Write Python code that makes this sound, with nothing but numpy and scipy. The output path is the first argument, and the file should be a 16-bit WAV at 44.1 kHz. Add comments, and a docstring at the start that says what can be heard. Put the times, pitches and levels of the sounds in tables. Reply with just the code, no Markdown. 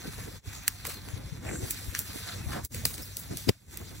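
"""At an iron pan, close up: skewers of meat sizzle in open flames.
The flames rumble, flap and flare; fat fries in countless tiny bursts, drops crack and fizz away,
steam spurts from the meat. Hollows of the pan ring along. Near the end a gust of flame thumps the
microphone. The level dips briefly three times; a faint hum lies below."""
import sys
import numpy as np
from scipy import signal
from scipy.fft import rfft, irfft
from scipy.io import wavfile
from scipy.ndimage import uniform_filter1d

SR = 44100
rng = np.random.default_rng(int(sys.argv[2]) if len(sys.argv) > 2 else 0)


def int16_out(signal):
    """Quantize to a 16-bit WAV file."""
    q = np.round(np.clip(np.atleast_2d(signal).T, -1, 1) * 32767)
    wavfile.write(sys.argv[1], SR, q.astype(np.int16))


N = 176400
MIC_LAG_SAMPLES, TOP_HZ, CRACK_RISE_MS = 23, 15800, 0.33

# Strength of the fire. Each row: time in seconds, level in dB.
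FLAME_LEVEL = [(0, -44.5), (.5, -44.5), (.8, -49.5), (1.1, -45), (1.4, -42.5), (1.6, -43.5), (2.1, -45),
               (2.5, -41), (2.85, -39), (3.1, -46.5), (3.35, -44.5), (3.8, -46), (4, -49.5)]


def undb(db):
    """Decibels to gain."""
    return 10 ** (np.asarray(db) / 20)


def unit(x):
    """Scale to rms 1."""
    return x / np.sqrt(np.mean(x ** 2) + 1e-18)


def curve(rows):
    """Gain along a (seconds, dB) curve."""
    return undb(np.interp(np.arange(N) / SR, *np.array(rows).T))


def colour(x, points, tilt_db_per_oct=0):
    """Shape by a tilted (Hz, dB) spectrum; rms 1."""
    octave = np.log2(np.maximum(np.fft.rfftfreq(x.shape[-1], 1 / SR), 1))
    hz, db = np.array(points).T
    rolloff_db = 20 * np.minimum(octave - np.log2(hz[0]), 0)
    gain = undb(np.interp(octave, np.log2(hz), db) + rolloff_db + tilt_db_per_oct * octave)
    return unit(irfft(rfft(x) * gain, x.shape[-1]))


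def bell(hz, half_width_oct):
    """Spectrum of one peak, 9 dB down at the half width."""
    return [(hz * 2 ** (k * half_width_oct), -9 * k * k) for k in range(-3, 4)]


def highpass(x, hz):
    """Third-order high-pass."""
    return signal.sosfilt(signal.butter(3, hz, "high", fs=SR, output="sos"), x)


def walk(rate_hz):
    """Random steps, smoothed twice; rms 1."""
    hold = int(SR / rate_hz)
    steps = rng.standard_normal(4096)[np.arange(N) // hold % 4096]
    return unit(uniform_filter1d(uniform_filter1d(steps, hold), hold))


def noise():
    """Four independent white noises."""
    return rng.standard_normal((4, N))


def spread(x, aside_db, diffuse_db):
    """Four signals to stereo: one ahead, one from the left (late on the right), two diffuse."""
    aside = np.array([x[1], np.roll(x[1], MIC_LAG_SAMPLES)])
    return x[0] + undb(aside_db) * aside + undb(diffuse_db) * x[2:]


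def panned(db, pan_db):
    """Stereo gains; pan is left over right."""
    return undb(db + np.array([[pan_db], [-pan_db]]) / 2)


def around(at_s, size=16384):
    """Window of samples opening a little before a moment."""
    start = min(max(int(at_s * SR) - size // 4, 0), N - size)
    return slice(start, start + size)


def frying(bursts_per_s=3500, spread_db=3, steam_db=-1.5):
    """Tiny bursting bubbles of very unequal size, over smooth steam."""
    bursts = (rng.random((4, N)) < bursts_per_s / SR) * np.sign(noise())
    sizes = undb(spread_db * np.minimum(rng.exponential(size=(4, N)), 7))
    return unit(bursts * sizes) + undb(steam_db) * noise()


def bubbles(t, spots_per_s=150, ticks_per_s=500, low_hz=1600, span_oct=2.2, half_s=.018, decay_ms=.9):
    """Spots of fat bubble: each ticks briefly at its own pitch, then dries out."""
    # Bubble spectrum. Each row: frequency in Hz, level in dB.
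    spectrum = [(1200, -7), (2300, -2.5), (3000, -5.5), (4000, -2), (7000, 3.5), (11000, 4)]
    out = np.zeros((2, N))
    ticks = (rng.random(N) < ticks_per_s / SR) * rng.choice([-1, 1], N)
    ticks = ticks * undb(1.5 * np.minimum(rng.exponential(size=N), np.pi))
    for when, height, side, shift in rng.random((int(spots_per_s * N / SR), 4)):
        at_s = when * N / SR
        near = around(at_s - .03, size=6144)
        push = ticks.take(np.arange(near.start, near.stop) + int(shift * N), mode="wrap")
        push *= np.exp(-((t[near] - at_s) / half_s) ** 2)
        hz = low_hz * 2 ** (span_oct * height)
        pole = np.exp((2j * np.pi * hz - 1000 / decay_ms) / SR)
        ring = signal.lfilter([1], np.poly([pole, pole.conjugate()]).real, push) * pole.imag
        out[:, near] += [ring, np.roll(ring, int(side * MIC_LAG_SAMPLES))]
    return colour(out, spectrum)


def sizzle(t, bubble_db=-8, wander_db=1.6, flicker_db=1):
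    """Meat fries throughout; level and colour wander."""
    # Frying strength. Each row: time in seconds, level in dB.
    level = [(0, -47), (.2, -43.5), (.38, -48), (.55, -43.5), (.82, -49), (1.1, -47.5), (1.42, -50.5),
             (1.55, -44.5), (1.6, -43), (1.68, -39.5), (1.82, -44), (1.92, -46), (2.08, -43), (2.17, -40),
             (2.46, -45.5), (2.8, -47), (3.3, -46.5), (4, -48)]
    # Frying spectrum. Each row: frequency in Hz, level in dB.
    spectrum = [(300, -23), (900, 6), (2100, 3.5), (3000, .5), (3900, 3.5), (4900, 1.5), (5700, 4.5),
                (7200, 3.5), (9200, .5), (11500, 1), (14000, .5), (16000, -3)]
    # Frying brightness. Each row: time in seconds, tilt in dB per octave.
    brightness = [(0, -0.8), (.8, -1.7), (1.4, -1.5), (1.7, 0.5), (2.4, -0.8), (2.9, 0.5), (3.3, 0), (4, 1)]
    # Centres of the independently wandering bands, in Hz.
    bands_hz = [300, 1200, 2500, 4500, 7000, 10500, 16000]
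    hiss = colour(spread(frying(), aside_db=9.5, diffuse_db=3.5), spectrum)
    bins = rfft(unit(hiss + undb(bubble_db) * bubbles(t)))
    hz, out = np.fft.rfftfreq(N, 1 / SR), 0
    tilt_db_per_oct = np.interp(t, *np.array(brightness).T)
    for centre_hz, weights in zip(bands_hz, np.eye(len(bands_hz))):
        band = irfft(bins * np.interp(hz, bands_hz, weights), N)
        out += band * undb(wander_db * walk(24.86) + tilt_db_per_oct * np.log2(centre_hz / bands_hz[3]))
    return out * curve(level) * undb(flicker_db * walk(60))


def flames(rush_db=-9, rumble_flicker_db=2.5, rush_flicker_db=6):
    """Turbulent burning: a low rumble and a lighter, fluttering rush."""
    # Flame spectra. Each row: frequency in Hz, level in dB.
    rumble_spectrum = [(20, -46), (35, -4), (55, 4), (85, 3), (130, 0.5), (180, -6.5), (260, -17.5),
                       (400, -33), (900, -55)]
    rush_spectrum = [(80, 6.5), (170, -0.5), (250, 0.5), (350, -4.5), (500, -7), (700, -13), (1100, -12.5),
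                     (2000, -18), (3200, -37), (8000, -43)]
    rumble = colour(spread(noise(), aside_db=-5.5, diffuse_db=-8.5), rumble_spectrum)
    rumble *= undb(rumble_flicker_db * walk(38))
    rush = colour(spread(noise(), aside_db=-1.5, diffuse_db=-1.5), rush_spectrum)
    rush *= undb(rush_db + rush_flicker_db * walk(45))
    return (rumble + rush) * curve(FLAME_LEVEL)


def eddies(t, per_s=160, low_hz=190.8, span_oct=3.41, half_cycles=2.54, base_db=-6, tilt_db_per_oct=-2):
    """Small pockets of gas catch, each a blip of a few cycles."""
    out = np.zeros((2, N))
    for when, height, size, phase, side in rng.random((int(per_s * N / SR), 5)):
        octave = span_oct * height
        hz = low_hz * 2 ** octave
        near = slice(max(int(when * N) - 1500, 0), int(when * N) + 1500)
        lag_s = np.array([[0], [side * MIC_LAG_SAMPLES / SR]])
        cycles = (t[near] - when * N / SR - lag_s) * hz
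        size_db = 2.5 * (min(-np.log(1 - size), np.pi) - 1)
        swell = undb(base_db + tilt_db_per_oct * octave + size_db) * np.exp(-(cycles / half_cycles) ** 2)
        out[:, near] += swell * np.sin(2 * np.pi * (cycles + phase))
    return out * curve(FLAME_LEVEL)


def pan_hollows(x, wander_db=6.5, trim_db=-1.5):
    """Hollows between pan, rim and skewers ring, more or less as the hot air moves."""
    # Resonances. Each row: centre in Hz, width in Hz, nominal boost in dB.
    modes = [(330, 80, 1), (480, 94, 1.5), (729, 34, 5.5), (1535, 34, 3), (1910, 30, -1.5), (2610, 98, 7.5),
             (3470, 60, 9.5), (4260, 32, 9), (5330, 51, 7.5), (6255, 100, 5), (6660, 92, 6.5),
             (7160, 60, 1), (7700, 70, -3), (10350, 160, 12), (12462, 130, 10)]
    hz, bins, out = np.fft.rfftfreq(N, 1 / SR), rfft(x), x
    for centre_hz, width_hz, boost_db in modes:
        ring = irfft(bins / (1 + 2j * (hz - centre_hz) / width_hz), N)
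        out = out + (undb(boost_db) - 1) * ring * undb(wander_db * (walk(6.87) - 1.5))
    return out * undb(trim_db)


def hum(hz=100, level_db=-53.5):
    """A faint low hum wavers in level and pitch."""
    gain = undb(level_db + 2 * walk(1.55))
    pitch_hz = hz * (1 + 0.01516 * walk(8.24))
    return gain * unit(np.sin(2 * np.pi * np.cumsum(pitch_hz) / SR))


def flaps(t, half_cycles=0.74):
    """A tongue of flame snaps over: a soft thud of a cycle or two."""
    # Flaps. Each row: time in seconds, level in dB, pitch in Hz, pan in dB.
    thuds = [(.081, -29.5, 185, -2), (0.1, -38, 111, 3), (.259, -38, 173, 0), (.338, -38.5, 190, 3),
             (0.481, -30.5, 90, -5), (0.94, -35, 90, 3.5), (1.142, -32, 100, 18), (1.328, -30, 128, 12),
             (1.467, -31.5, 99, 0), (1.52, -32.5, 219, 11), (1.548, -30, 148, 2), (1.622, -35.5, 129, 1),
             (1.639, -25, 93.5, 4.5), (1.891, -37, 74, 22), (2.16, -31.5, 260, -8), (2.473, -33, 88.5, 21),
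             (2.644, -29.5, 79, 0), (3.313, -29, 121, 1), (3.36, -34, 152, 4), (3.476, -26, 250, 15),
             (3.5, -16, 105, 2)]
    out = np.zeros((2, N))
    for (at_s, db, hz, pan_db), (offset, skew) in zip(thuds, rng.random((len(thuds), 2))):
        cycles = (t - at_s) * hz
        near = np.abs(cycles) < 10
        phase = cycles[near] + offset + np.array([[0], [0.18 * skew]])
        swell = np.exp(-(cycles[near] / half_cycles) ** 2)
        out[:, near] += panned(db, pan_db) * swell * np.sin(2 * np.pi * phase)
    return out


def flares(t, throat_db=1.5, throat_oct=0.55, flicker_db=2.5):
    """Fat catches fire: a short ragged roar with a hollow pitch."""
    # Flare-ups. Each row: time in seconds, level in dB, half length in seconds, pitch in Hz.
    flare_ups = [(0.083, -42.5, 0.015, 317), (0.279, -45, 0.017, 326), (0.884, -41.5, 0.02, 490),
                 (1.489, -42.5, 0.041, 640), (1.53, -39, 0.029, 332), (1.634, -37.5, 0.026, 392),
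                 (2.161, -42, 0.018, 353), (2.305, -50, 0.06, 700), (2.548, -40.5, 0.068, 1000),
                 (2.572, -42.5, 0.019, 415), (3.321, -37.5, 0.025, 242)]
    # Roar spectrum. Each row: frequency in Hz, level in dB.
    spectrum = [(60, -17), (150, 3.5), (320, 1), (500, -7), (750, -1.5), (1100, -6.5), (2200, -15.5),
                (3200, -30), (8000, -23), (16000, -51)]
    out = np.zeros((2, N))
    roar = colour(spread(noise(), aside_db=16.5, diffuse_db=4.5), spectrum)
    air = spread(noise(), aside_db=3.5, diffuse_db=-2.5)
    for at_s, db, half_s, hz in flare_ups:
        near = around(at_s - .09)
        throat = undb(throat_db) * colour(air[:, near], bell(hz, throat_oct))
        swell = undb(db) * np.exp(-((t[near] - at_s) / half_s) ** 2)
        out[:, near] += swell * (roar[:, near] + throat) / np.sqrt(2)
    return out * undb(flicker_db * walk(90))


def iron_echo(x, delay_ms=0.72, scatter=0.11, gain=0.39):
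    """Add one quick reflection off the iron."""
    lag = int(SR * delay_ms / 1000 * (1 + scatter * rng.standard_normal()))
    return x + gain * np.roll(x, lag, axis=-1)


def pops(t, fizz_rise_s=0.0048):
    """A drop of fat bursts with a crack; its spray fizzes away on the hot iron."""
    # Drops. Each row: time in seconds, crack level in dB, crack decay in ms, fizz level in dB,
    # fizz decay in seconds, tilt in dB per octave, low cut in Hz, crack pan in dB.
    drops = [(.134, -38, 1.5, -50, .015, -7, 800, 0), (0.188, -41, 1.6, -52, .015, -9, 600, -5),
             (0.68, -5, 0.46, -28.5, 0.0046, .6, 1390, 0.5),
             (0.6832, -17.5, 1.3, -44.5, 0.078, -0.5, 1490, 2),
             (0.852, -25, 1.5, -38.5, 0.049, -4.5, 890, -2), (0.869, -22, 2.9, -38.5, 0.053, 5, 400, 1),
             (0.904, -34, 0.88, -47.5, 0.036, -3.5, 900, 5), (0.944, -35, 0.66, -51, 0.017, -3, 3000, 4),
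             (1.087, -36.5, 1.4, -49.5, 0.018, -4, 805, -6), (1.451, -37, 1.6, -55, 0.017, -7, 1000, 3),
             (1.512, -34.5, 1.8, -55, .012, -10, 600, 4), (1.7083, -13.5, 2.1, -25, 0.012, 5.5, 1500, -1),
             (1.9500, -20, 0.56, -33.5, 0.046, -3.5, 1120, 3.5),
             (1.9913, -13, 0.43, -31, 0.027, 0, 5150, -2), (2.1073, -42, 0.45, -46, 0.019, -7, 1010, 0),
             (2.5216, -33, 0.6, -37.5, 0.024, -5.5, 795, 10), (2.5332, -30, .5, -40.5, 0.036, -8, 794, 5),
             (2.6497, -18.5, 0.72, -27, 0.033, 2.5, 3700, -3),
             (2.7463, -25, 0.89, -34.5, 0.012, -1, 1530, 3),
             (2.765, -38, 0.83, -43.5, 0.077, -3.5, 1510, -7),
             (2.8544, -9.5, 1.7, -31, 0.05, 1.2, 300, -0.5), (2.942, -35, .6, -41.5, 0.028, -7, 4000, 8.5),
             (2.9807, -33, 0.76, -46.5, 0.063, -4, 2030, 8), (3.023, -31, 0.6, -35, 0.026, 13, 4500, 12),
             (3.056, -33, .6, -58, 0.0092, 4, 4000, 3), (3.1699, -15.5, 0.23, -35.5, 0.022, 1, 3300, 1.5),
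             (3.1973, -26, .8, -33.5, 0.018, 10.5, 4440, 0),
             (3.3717, -21.5, 0.82, -40, 0.072, -1.5, 3350, -3),
             (3.4837, -46, 0.45, -55, 0.0066, -6, 1520, -18),
             (3.4904, -26, 0.64, -31, 0.0058, -11, 2900, 16),
             (3.4929, -16, 1.3, -45, 0.006, -7.5, 2580, -2.5),
             (3.7734, -20.5, 0.24, -48, 0.049, 3, 2470, -3)]
    # Crack and fizz spectra. Each row: frequency in Hz, level in dB.
    crack_spectrum = [(150, -19), (500, -2), (1000, -5.5), (1800, 2.5), (3100, -6.5), (5500, -5.5),
                      (7500, -1), (11000, -2.5), (16000, -2.5)]
    fizz_spectrum = [(200, -44), (700, -13), (1700, -3.5), (3200, -5.5), (5500, -3), (8000, -2.5),
                     (10500, -2.5), (13500, -2.5), (16000, -1)]
    out = np.zeros((2, N))
    spray = spread(noise() + .4 * frying(), aside_db=0, diffuse_db=0.5) * undb(1.56 * walk(120))
    burst = spread(noise(), aside_db=-1, diffuse_db=-0.5)
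    for at_s, crack_db, crack_ms, fizz_db, fizz_s, tilt, low_hz, pan_db in drops:
        near = around(at_s)
        before_s, after_s = np.maximum(at_s - t[near], 0), np.maximum(t[near] - at_s, 0)
        snap = np.exp(-1000 * (before_s / CRACK_RISE_MS + after_s / crack_ms))
        crack = colour(highpass(burst[:, near] * snap, low_hz), crack_spectrum, tilt)
        crack *= np.sqrt(np.mean(snap ** 2))
        fizz = colour(highpass(iron_echo(spray[:, near]), low_hz), fizz_spectrum, tilt)
        fizz *= np.exp(-before_s / fizz_rise_s - after_s / fizz_s)
        out[:, near] += panned(crack_db, pan_db) * crack + undb(fizz_db) * fizz
    return out


def juice_rings(t, glide=.06):
    """A bursting pocket of juice rings for a few cycles, rising in pitch as it opens."""
    # Pockets. Each row: time in seconds, level in dB, pitch in Hz, decay in ms, pan in dB.
    pockets = [(.680, -24, 1708, .9, -2), (.680, -9.5, 7900, 0.32, 0), (1.490, -34, 2240, 3.3, 5),
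               (1.556, -33.5, 1500, 4.5, -2), (1.951, -17, 6040, 0.36, -1), (2.853, -12, 4660, 0.61, 6),
               (3.493, -19, 2620, 0.82, 11)]
    out = np.zeros((2, N))
    for (at_s, db, hz, decay_ms, pan_db), offset in zip(pockets, rng.random(len(pockets))):
        near = around(at_s)
        age_ms = 1000 * (t[near] - at_s)
        fade = np.exp(np.minimum(age_ms / CRACK_RISE_MS, -age_ms / decay_ms))
        pitch_hz = hz * (1 + glide * np.tanh(age_ms / decay_ms))
        phase = np.cumsum(pitch_hz) / SR + offset + np.array([[0], [.2]])
        out[:, near] += panned(db, pan_db) * fade * np.sin(2 * np.pi * phase)
    return out


def spurts(t, flicker_db=2.0):
    """Steam forces its way out of the meat in short narrow hisses."""
    # Steam jets. Each row: time in seconds, level in dB, half length in seconds, centre in Hz,
    # half width in octaves.
    jets = [(1.496, -42.5, 0.045, 1810, 0.65), (1.535, -42, 0.063, 7550, 0.28),
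            (1.77, -49, 0.19, 7800, 0.49), (2.294, -45, 0.072, 4060, 0.46),
            (2.296, -43.5, 0.053, 1440, 0.54), (2.943, -43.5, 0.017, 9200, 0.11),
            (3.033, -36.5, 0.0084, 5320, 0.093), (3.491, -21.5, 0.0032, 4890, 0.093)]
    steam, out = spread(frying(), aside_db=9.5, diffuse_db=9), np.zeros((2, N))
    for at_s, db, half_s, hz, half_width_oct in jets:
        near = around(at_s - .09)
        swell = undb(db) * np.exp(-((t[near] - at_s) / half_s) ** 2)
        out[:, near] += swell * colour(steam[:, near], bell(hz, half_width_oct))
    return out * undb(flicker_db * walk(150))


def gust(t, at_s=3.494, half_s=0.0054, level_db=-13, pan_db=5):
    """A puff of hot air buffets the microphone, mostly on the left."""
    # Thump spectrum. Each row: frequency in Hz, level in dB.
    spectrum = [(25, -3), (60, 3), (130, 1), (300, -2), (450, -5.5), (700, -15), (1100, -27), (3000, -31.5)]
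    push = np.exp(-np.abs(t - at_s) / half_s)
    air = colour(spread(noise(), aside_db=1, diffuse_db=-5.0), spectrum)
    thump = unit(air * push) * np.sqrt(np.mean(push ** 2))
    return thump * panned(level_db, pan_db)


def scene():
    """Fire, sizzle and steam ring in the pan; bursts and hum add directly."""
    t = np.arange(N) / SR
    fire = flames() + eddies(t) + flares(t) + flaps(t) + gust(t)
    return pan_hollows(sizzle(t) + spurts(t) + fire) + pops(t) + juice_rings(t) + hum()


def record(dry):
    """Microphone pair: width varies with pitch; three brief level dips, clipping, top cut."""
    # Stereo width. Each row: frequency in Hz, side gain in dB.
    width = [(30, 0), (120, 3.5), (300, 5), (700, 2), (1300, -19.5), (2100, -3.5), (3000, 0.5), (4900, 2.5),
             (5800, -24), (7000, 0.5), (10800, 0.5), (11900, -14), (13200, 0), (16000, -2)]
    # Level dips. Each row: time in seconds, depth in dB, half length in seconds, squareness.
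    dips = [(0.419, -23.5, 0.028, 2.2), (2.687, -31.5, 0.024, 2.2), (3.614, -15.5, 0.094, 3.9)]
    t = np.arange(N) / SR
    hz, side_db = np.array(width).T
    side_gain = undb(np.interp(np.log(np.fft.rfftfreq(N, 1 / SR) + 1), np.log(hz), side_db))
    side = irfft(rfft(dry[0] - dry[1]) / 2 * side_gain, N)
    pair = dry.mean(axis=0) + np.array([side, -side])
    dip_db = sum(db * np.exp(-np.abs((t - at_s) / half_s) ** power) for at_s, db, half_s, power in dips)
    lowpass = signal.ellip(10, .2, 80, TOP_HZ, fs=SR, output="sos")
    return signal.sosfilt(lowpass, np.clip(pair * undb(dip_db), -1, 1))


dry = scene()
out = record(dry)
int16_out(out)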